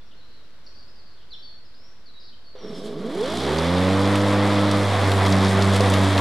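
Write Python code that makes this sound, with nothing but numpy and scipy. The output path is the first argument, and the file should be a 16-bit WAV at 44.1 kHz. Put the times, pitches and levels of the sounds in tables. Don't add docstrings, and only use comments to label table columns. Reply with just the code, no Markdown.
import sys
import numpy as np
from scipy import signal
from scipy.fft import rfft, irfft, next_fast_len
from scipy.io import wavfile
from scipy.ndimage import uniform_filter1d

SR = 44100
rng = np.random.default_rng(int(sys.argv[2]) if len(sys.argv) > 2 else 0)


def generate_wav(signal):
    frames = np.transpose(np.atleast_2d(signal))
    scaled = np.clip(frames, -1, 1) * 32767
    pcm = np.round(scaled).astype(np.int16)
    wavfile.write(sys.argv[1], SR, pcm)


N = 273487
T = np.arange(N) / SR
SIDES = np.array([[1], [-1]])

# frequency in Hz, relative level in dB.
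GARDEN_SPECTRUM = [(26, -33), (45, -3), (55, -8.5), (145, -18), (218, -17), (355, -20.5), (511, -20),
                   (755, -25), (1530, -24), (2420, -31), (4340, -29), (6730, -44), (15000, -54)]
# frequency in Hz, side relative to mid in dB.
GARDEN_WIDTH = [(40, -43), (200, -18.5), (1000, -8), (4000, -0.5), (12000, 3.5)]
GARDEN_DB = -58.5

# start in seconds, length in seconds,
# start pitch in Hz, middle pitch in Hz, end pitch in Hz, level in dB, buzz from 0 to 1.
BIRD_NOTES = [(.008, 0.02, 3750, 3400, 3550, -60, 0), (.11, .033, 3800, 3050, 3820, -57.5, 0.3),
              (.16, .05, 4130, 4300, 4100, -63, 0.08), (.205, .2, 3850, 4360, 4060, -66, 0),
              (.208, 0.23, 3830, 4030, 3680, -65.5, 0.08), (0.644, .1, 5700, 5660, 5620, -69, 0.1),
              (.663, 0.016, 5470, 4460, 4240, -50.5, 0.2), (0.729, 0.12, 4380, 4600, 4350, -58, 0.25),
              (.876, 0.033, 4880, 5100, 5000, -58, .1), (.956, .059, 4900, 4690, 4250, -59, 0.14),
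              (1.058, 0.11, 4600, 4450, 4300, -61.5, 0.4), (1.173, 0.071, 3480, 3300, 3340, -60, 0.44),
              (1.305, 0.054, 4770, 3790, 3100, -46.5, .4), (1.33, 0.088, 5380, 5400, 5250, -63, .26),
              (1.425, 0.13, 4530, 4420, 4340, -49, 0.03), (1.65, .045, 5300, 4870, 4800, -62, .25),
              (1.739, .013, 3300, 4240, 4920, -58, 0), (1.748, 0.17, 4880, 5360, 5640, -60.5, .15),
              (2.058, 0.055, 4750, 4140, 4030, -53.5, 0.14), (2.138, 0.059, 4020, 3830, 4000, -52, 0.03),
              (2.195, 0.12, 4650, 4500, 3980, -55.5, 0.77), (2.324, 0.027, 2850, 3160, 3030, -57, .15),
              (2.44, .08, 4560, 4400, 4510, -58, 0.14), (2.585, .125, 5780, 5500, 5490, -56.5, 0.12),
              (2.746, .06, 5300, 5220, 5100, -53, .15)]
TWITTER_HZ, TWITTER_SPREAD_OCTAVES, TWITTER_GLIDE_FRACTION = 5000, 0.18, 0.052
TWITTER_LENGTH_S, TWITTER_DB = 0.06, -73.5

# time in seconds, blade passes per second in Hz.
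BLADE_SPEED = [(2.55, 2.15), (2.68, 5.9), (2.93, 10.2), (3.0, 14.7), (3.1, 22), (3.2, 35), (3.3, 50.9),
               (3.4, 63.73), (3.55, 77.84), (3.7, 87.3), (3.89, 95.04), (4.12, 99.8), (4.5, 101),
               (4.75, 100.4), (5.3, 95.9), (5.76, 98.04), (5.84, 96.7), (6.15, 96.2)]
SWITCH_ON_S = 2.553
TORQUE_S, TORQUE_RISE_S = 2.605, 0.024
PUSH_S, PUSH_RAMP_S = 4.75, 0.3
NEARER_DB_PER_S = 1.28
# frequency in Hz, left minus right in dB.
MOWER_PAN = [(90, -2.07), (300, -1), (1000, -0.7), (4500, .5), (8000, 0.5), (12000, -3.5)]
# time in seconds, left minus right in dB.
MOWER_DRIFT = [(2.6, -1.4), (3.5, -0.93), (4.3, 0), (6.2, 0.13)]

# frequency in Hz, width in Hz, level in dB.
DECK_MODES = [(220, 32, -8.5), (337, 210, -4), (417, 23.5, 2.5), (505, 4.6, -8), (650, 9.5, -4.5),
              (1133, 290, -9.5)]
# frequency in Hz, gain in dB.
DECK_RADIATION = [(90, -26), (160, 5.5), (700, -6), (900, -14), (1200, -16.5), (2500, -23)]
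# time in seconds, peak in dB.
DECK_BLOWS = [(2.553, -32), (5.806, -9.5)]

# multiple of the blade rate, relative level in dB.
COGGING_LINES = [(6, -13), (12, 2), (24, -5.5)]
JUDDER_DB, WHINE_DB = -29.5, -28
SMOOTH_HZ, SMOOTH_WIDTH_HZ = 81, 4
CRITICAL_HZ, CRITICAL_WIDTH_HZ, CRITICAL_DB = 39.4, 5, 5.5

# frequency in Hz, relative level in dB.
CRACKLE_SPECTRUM = [(800, -15), (2000, -7), (3600, 7.5), (5200, 13), (6500, 0.5), (10000, 0), (13000, -30),
                    (16000, -48)]
# time in seconds, relative peak in dB, ring in Hz, relative treble in dB.
STALK_STRIKES = [(3.584, -19, 4200, -21.5), (4.155, -17.5, 3200, -10), (4.7122, -18.5, 4230, -12),
                 (5.1164, -17, 3325, -14), (5.2515, -20, 3600, -26), (5.2624, -17.5, 3700, -26),
                 (5.3223, -17, 4220, -29), (5.6218, -16, 4170, -27), (5.7618, -13.5, 3375, -11),
                 (5.806, -16, 4250, -16), (5.899, -19.5, 3810, 1), (5.937, -15, 3440, -16),
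                 (6.1769, -16.5, 3228, -25), (6.1873, -26, 4300, -14)]
# frequency in Hz, gain in dB.
STALK_COLOUR = [(4000, 4.5), (6500, 3.5), (10500, -3.5), (13000, -6), (15000, -24)]

# frequency in Hz, relative level in dB.
ROAR_SPECTRUM = [(35, -30), (70, -20), (120, -10), (170, 0), (230, 0), (340, -1), (450, -1), (650, 1.5),
                 (800, -0.5), (1150, -1), (1450, -6.5), (2050, -7), (2800, -15), (4000, -62)]
HISS_SPECTRUM = [(2300, -41), (2900, -1), (3350, 5.5), (4200, -0.5), (5200, -6), (6000, -11.5), (7500, -60)]
SPRAY_SPECTRUM = [(4800, -2.5), (6200, 3), (7500, 3.5), (9200, 2), (11000, -3.5), (12200, -9.5),
                  (13600, -28), (15000, -23), (16000, -29)]
# frequency in Hz, side relative to mid in dB.
MOWER_WIDTH = [(100, -34), (500, -26), (1000, -25), (2000, -12.5), (4500, -13.5), (8000, -7), (10500, -7),
               (12500, 7.5)]
# centre in seconds, length in seconds, level in dB.
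GRASS_TUFTS = [(2.765, 0.11, -51), (2.875, 0.068, -48), (5.744, 0.038, -36.5), (5.936, 0.061, -42)]
ROAR_DB, HISS_DB, SPRAY_DB, CRACKLE_DB = -24.5, -35.5, -45, -46

# multiple of the blade rate, relative level in dB,
# blade rate at which the line is fully grown in Hz, change when rolling in dB.
HUM_LINES = [(1, -23.5, 95, 2.6), (2, -24, 89, -0.3), (2.5, -55, 90.5, 10), (3, -30, 97, 1),
             (4, -37, 50, 3.5), (5, -30, 74, -6.5), (6, -32, 89, -7.5), (6.5, -38, 87.8, -2.5),
             (7, -35.5, 49, 3), (10, -35.5, 90.1, -5), (13, -36, 100, -14)]
# frequency in Hz, gain in dB.
HUM_COLOUR = [(450, -0.5), (560, 1), (610, -4), (680, -10.5), (1300, -4)]
# time in seconds, change of multiple 2 in dB, change of multiple 3 in dB.
HUM_WAVER = [(4.79, -0.5, 5.5), (4.91, -11, -10), (5.06, -12, 2.5), (5.2, -8, -3.5), (5.32, 1.5, 4),
             (5.55, -0.5, -9), (5.75, -2.5, -6), (6.03, -1.5, 1), (6.13, -7.5, 3)]
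HUM_POWER = 4.25
SHAKE_STILL, SHAKE_ROLLING = 0.22, 0.58

TOP_HZ = 15800


def undb(db):
    return 10 ** (np.asarray(db) / 20)


def unit(x):
    return x / np.sqrt(np.mean(x ** 2))


def curves(table):
    time_s, *columns = np.transpose(table)
    return [np.interp(T, time_s, column) for column in columns]


def fade_in(start_s, length_s):
    return np.clip((T - start_s) / length_s, 0, 1)


def grown(blade_hz, full_hz, power, rest_db=-120):
    return np.hypot(np.minimum(blade_hz / full_hz, 1) ** power, undb(rest_db))


def colour(x, points):
    hz, db = np.transpose(points)
    size = next_fast_len(N, True)
    freq_hz = np.maximum(np.fft.rfftfreq(size, 1 / SR), 1)
    gain = undb(np.interp(np.log(freq_hz), np.log(hz), db))
    return irfft(rfft(x, size) * gain, size)[..., :N]


def noise(points):
    return unit(colour(rng.standard_normal(N), points))


def walk(rate_hz):
    hold = int(SR / rate_hz)
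    steps = np.repeat(rng.standard_normal(N // hold + 1), hold)
    return 1.3 * uniform_filter1d(uniform_filter1d(steps, hold), hold)[:N]


def resonate(x, hz, width_hz):
    return signal.lfilter(*signal.iirpeak(hz, hz / width_hz, fs=SR), x)


def grains(rate_hz, spread_db):
    size = np.minimum(rng.exponential(size=N), 3)
    struck = rng.random(N) < rate_hz / SR
    return struck * rng.choice([-1, 1], N) * undb(spread_db * size)


def garden():
    mid, side = noise(GARDEN_SPECTRUM), noise(GARDEN_SPECTRUM)
    midrange = colour(mid, [(90, -60), (100, 0), (2500, 0), (2700, -60)]).std()
    level = undb(GARDEN_DB + 0.5 * walk(4.0))
    return level * (mid + SIDES * colour(side, GARDEN_WIDTH)) / midrange


def hedges(x, t60_s, wet_db):
    t = T[:SR]
    tail = rng.standard_normal((2, SR)) * undb(-60 * t / t60_s) * np.minimum(t / 0.013, 1)
    tail /= np.sqrt(np.sum(tail ** 2, axis=1, keepdims=True))
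    return x + undb(wet_db) * signal.fftconvolve(x[None], tail, axes=1)[:, :N]


def twitter(count):
    notes = []
    for k, (when, pitch, glide, length) in enumerate(rng.random((count, 4))):
        start_s = (k + when) / (count + 2) * N / SR
        length_s = TWITTER_LENGTH_S * (0.5 + length)
        hz = TWITTER_HZ * 2 ** (TWITTER_SPREAD_OCTAVES * (2 * pitch - 1))
        glide_hz = hz * TWITTER_GLIDE_FRACTION * (2 * glide - 1)
        notes.append((start_s, length_s, hz + glide_hz, hz, hz - glide_hz, TWITTER_DB, 0.35))
    return notes


def birds():
    song, shake = np.zeros(N), walk(750)
    for start_s, length_s, start_hz, middle_hz, end_hz, db, buzz in BIRD_NOTES + twitter(count=42):
        u = np.linspace(0, 1, int(length_s * SR))
        i = max(int(start_s * SR), 0)
        hz = np.polyval(np.polyfit([0, 0.5, 1], [start_hz, middle_hz, end_hz], 2), u)
        hz = hz + buzz * 520 * shake[i:i + len(u)]
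        swell = np.clip(np.minimum(u * length_s / 0.0024, 6 * (1 - u)), 0, 1)
        whistle = np.sin(2 * np.pi * np.cumsum(hz) / SR)
        song[i:i + len(u)] += np.sqrt(2) * undb(db) * swell * whistle
    return hedges(song * undb(2.4 * walk(70)), t60_s=0.75, wet_db=0)


def deck(force):
    return sum(undb(db) * resonate(force, hz, width_hz) for hz, width_hz, db in DECK_MODES)


def blows():
    out = np.zeros(N)
    ring_hz, ring_width_hz, _ = min(DECK_MODES, key=lambda mode: mode[1])
    for time_s, peak_db in DECK_BLOWS:
        push = 1.0 * (np.arange(N) == int(time_s * SR))
        ring = deck(push) + 7.0 * resonate(push, ring_hz, ring_width_hz)
        ring = colour(ring, [(200, -19), (400, 7), (650, 1), (1500, -17), (4000, -18)])
        out += undb(peak_db) * ring / np.abs(ring).max()
    return out


def clippings(angle, blade_hz, rolling):
    bursts = grains(rate_hz=900, spread_db=6) * undb(4.8 * walk(24) + 2.5 * np.cos(angle))
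    crackle_gain = undb(CRACKLE_DB + 1.49 * rolling) * grown(blade_hz, full_hz=79, power=1.5)
    crackle = unit(colour(bursts, CRACKLE_SPECTRUM)) * crackle_gain
    ticks, t = np.zeros((2, N)), T[:SR // 20]
    envelope = (np.exp(-t / 0.0045) + 0.2 * np.exp(-t / 0.015)) * np.minimum(t / 0.000848, 1)
    for time_s, peak_db, hz, treble_db in STALK_STRIKES:
        crack = rng.standard_normal((3, len(t))) * envelope
        tick = resonate(crack, hz, 1740) + undb(treble_db + 4.5) * resonate(crack, 8326, 2900)
        tick = tick[0] + 0.085 * tick[1:]
        i = int(time_s * SR)
        ticks[:, i:i + len(t)] += (undb(peak_db - 4.0) * tick / np.abs(tick).max())[:, :N - i]
    return crackle * fade_in(TORQUE_S, TORQUE_RISE_S) + colour(ticks, STALK_COLOUR)


def air(angle, blade_hz, rolling):
    tufts = sum(undb(db) * np.exp(-(2 * (T - centre_s) / length_s) ** 2)
                for centre_s, length_s, db in GRASS_TUFTS)
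    stream = np.interp(blade_hz, [0, 100], [0.62, 1])
    roar = undb(ROAR_DB + 0.56 * rolling) * grown(blade_hz, full_hz=100.8, power=1.46, rest_db=-25.0)
    hiss = undb(HISS_DB) * grown(blade_hz, full_hz=52.4, power=1.34, rest_db=-15.5) * stream
    hiss = np.hypot(hiss, tufts)
    spray = undb(SPRAY_DB + 2.2 * rolling) * grown(blade_hz, full_hz=52, power=1.22, rest_db=-27) * stream
    spray = np.hypot(spray, undb(-5) * tufts)
    swish = np.cos(angle) + 0.7 * np.cos(1.5 * angle)
    roar = roar * undb(0.6 * swish + 0.97 * walk(30))
    hiss = hiss * undb(0.7 * swish + 0.75 * walk(28.2))
    spray = spray * undb(2.6 * swish + 0.96 * walk(35))
    mid, side = (roar * noise(ROAR_SPECTRUM) + hiss * noise(HISS_SPECTRUM) + spray * noise(SPRAY_SPECTRUM)
                 for _ in range(2))
    return (mid + SIDES * colour(side, MOWER_WIDTH)) * fade_in(SWITCH_ON_S, 0.0025)


def blade(angle, blade_hz, rolling):
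    waver_db = dict(zip((2, 3), curves(HUM_WAVER)))
    unsteadiness = SHAKE_STILL + (SHAKE_ROLLING - SHAKE_STILL) * rolling
    hum = 0
    for k, db, full_hz, rolling_db in HUM_LINES:
        shake = min(k, 6) * unsteadiness
        level_db = db + rolling_db * rolling + waver_db.get(k, 0)
        level_db = level_db + shake * (0.86 * walk(18) + 0.74 * walk(7))
        lag = 2 * np.pi * rng.random() * (k > 3)
        phase = k * angle + 0.53 + lag + 0.35 * shake * walk(16)
        hum = hum - undb(level_db) * grown(blade_hz, full_hz, HUM_POWER) * np.cos(phase)
    return np.sqrt(2) * colour(hum, HUM_COLOUR)


def motor(angle, blade_hz):
    pole = 12 * angle / (2 * np.pi)
    pole_hz = np.gradient(pole) * SR
    steps = np.diff(np.floor(pole), prepend=0) * undb(2.2 * rng.standard_normal(N))
    knocks = steps * (1 + 0.4 * np.cos(np.pi * pole))
    knocks = knocks + 0.33 * grains(rate_hz=700, spread_db=2.5)
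    judder = unit(colour(deck(knocks / np.sqrt(1 + pole_hz / 90)), DECK_RADIATION))

    drone = 0
    for hz, width_hz, db in DECK_MODES[2:]:
        gain = undb(db + 2 * walk(25.02) - hz / 220)
        drone = drone + gain * np.sin(2 * np.pi * hz * T + width_hz / 60 * walk(30))
    drone = unit(drone)

    slip = (pole_hz / 950) ** 2 * walk(110)
    cogging = sum(undb(db + walk(24.76)) * np.sin(k * angle + slip) for k, db in COGGING_LINES)
    whine = colour(deck(cogging) + 0.38 * cogging, DECK_RADIATION)

    unsteady = 1 / (1 + np.exp((blade_hz - SMOOTH_HZ) / SMOOTH_WIDTH_HZ))
    judder_gain = undb(JUDDER_DB) * grown(blade_hz, full_hz=20.8, power=0.74) * unsteady
    mount_db = CRITICAL_DB * np.exp(-((blade_hz - CRITICAL_HZ) / CRITICAL_WIDTH_HZ) ** 2)
    whine_gain = undb(WHINE_DB + mount_db) * grown(blade_hz, full_hz=37.5, power=5.8, rest_db=-9.5)
    running = judder_gain * (0.78 * judder + 0.46 * drone) + whine_gain * whine
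    return running * fade_in(TORQUE_S, TORQUE_RISE_S)


def mower():
    blade_hz, = curves(BLADE_SPEED)
    angle = 2 * np.pi * np.cumsum(blade_hz) / SR
    rolling = fade_in(PUSH_S, PUSH_RAMP_S)
    cutting = blade(angle, blade_hz, rolling) + air(angle, blade_hz, rolling)
    cutting = cutting + clippings(angle, blade_hz, rolling)
    nearer = undb(NEARER_DB_PER_S * np.maximum(T - PUSH_S, 0))
    sound = blows() + (motor(angle, blade_hz) + cutting) * nearer
    placed = [colour(ear, [(hz, sign * db / 2) for hz, db in MOWER_PAN])
              for ear, sign in zip(sound, (1, -1))]
    return np.array(placed) * undb(SIDES * curves(MOWER_DRIFT)[0] / 2)


def scene():
    return garden() + birds() + mower()


def record(dry):
    low_pass = signal.ellip(8, 0.2, 70, TOP_HZ, fs=SR, output="sos")
    return signal.sosfilt(low_pass, dry) + 0.0143


dry = scene()
out = record(dry)
generate_wav(out)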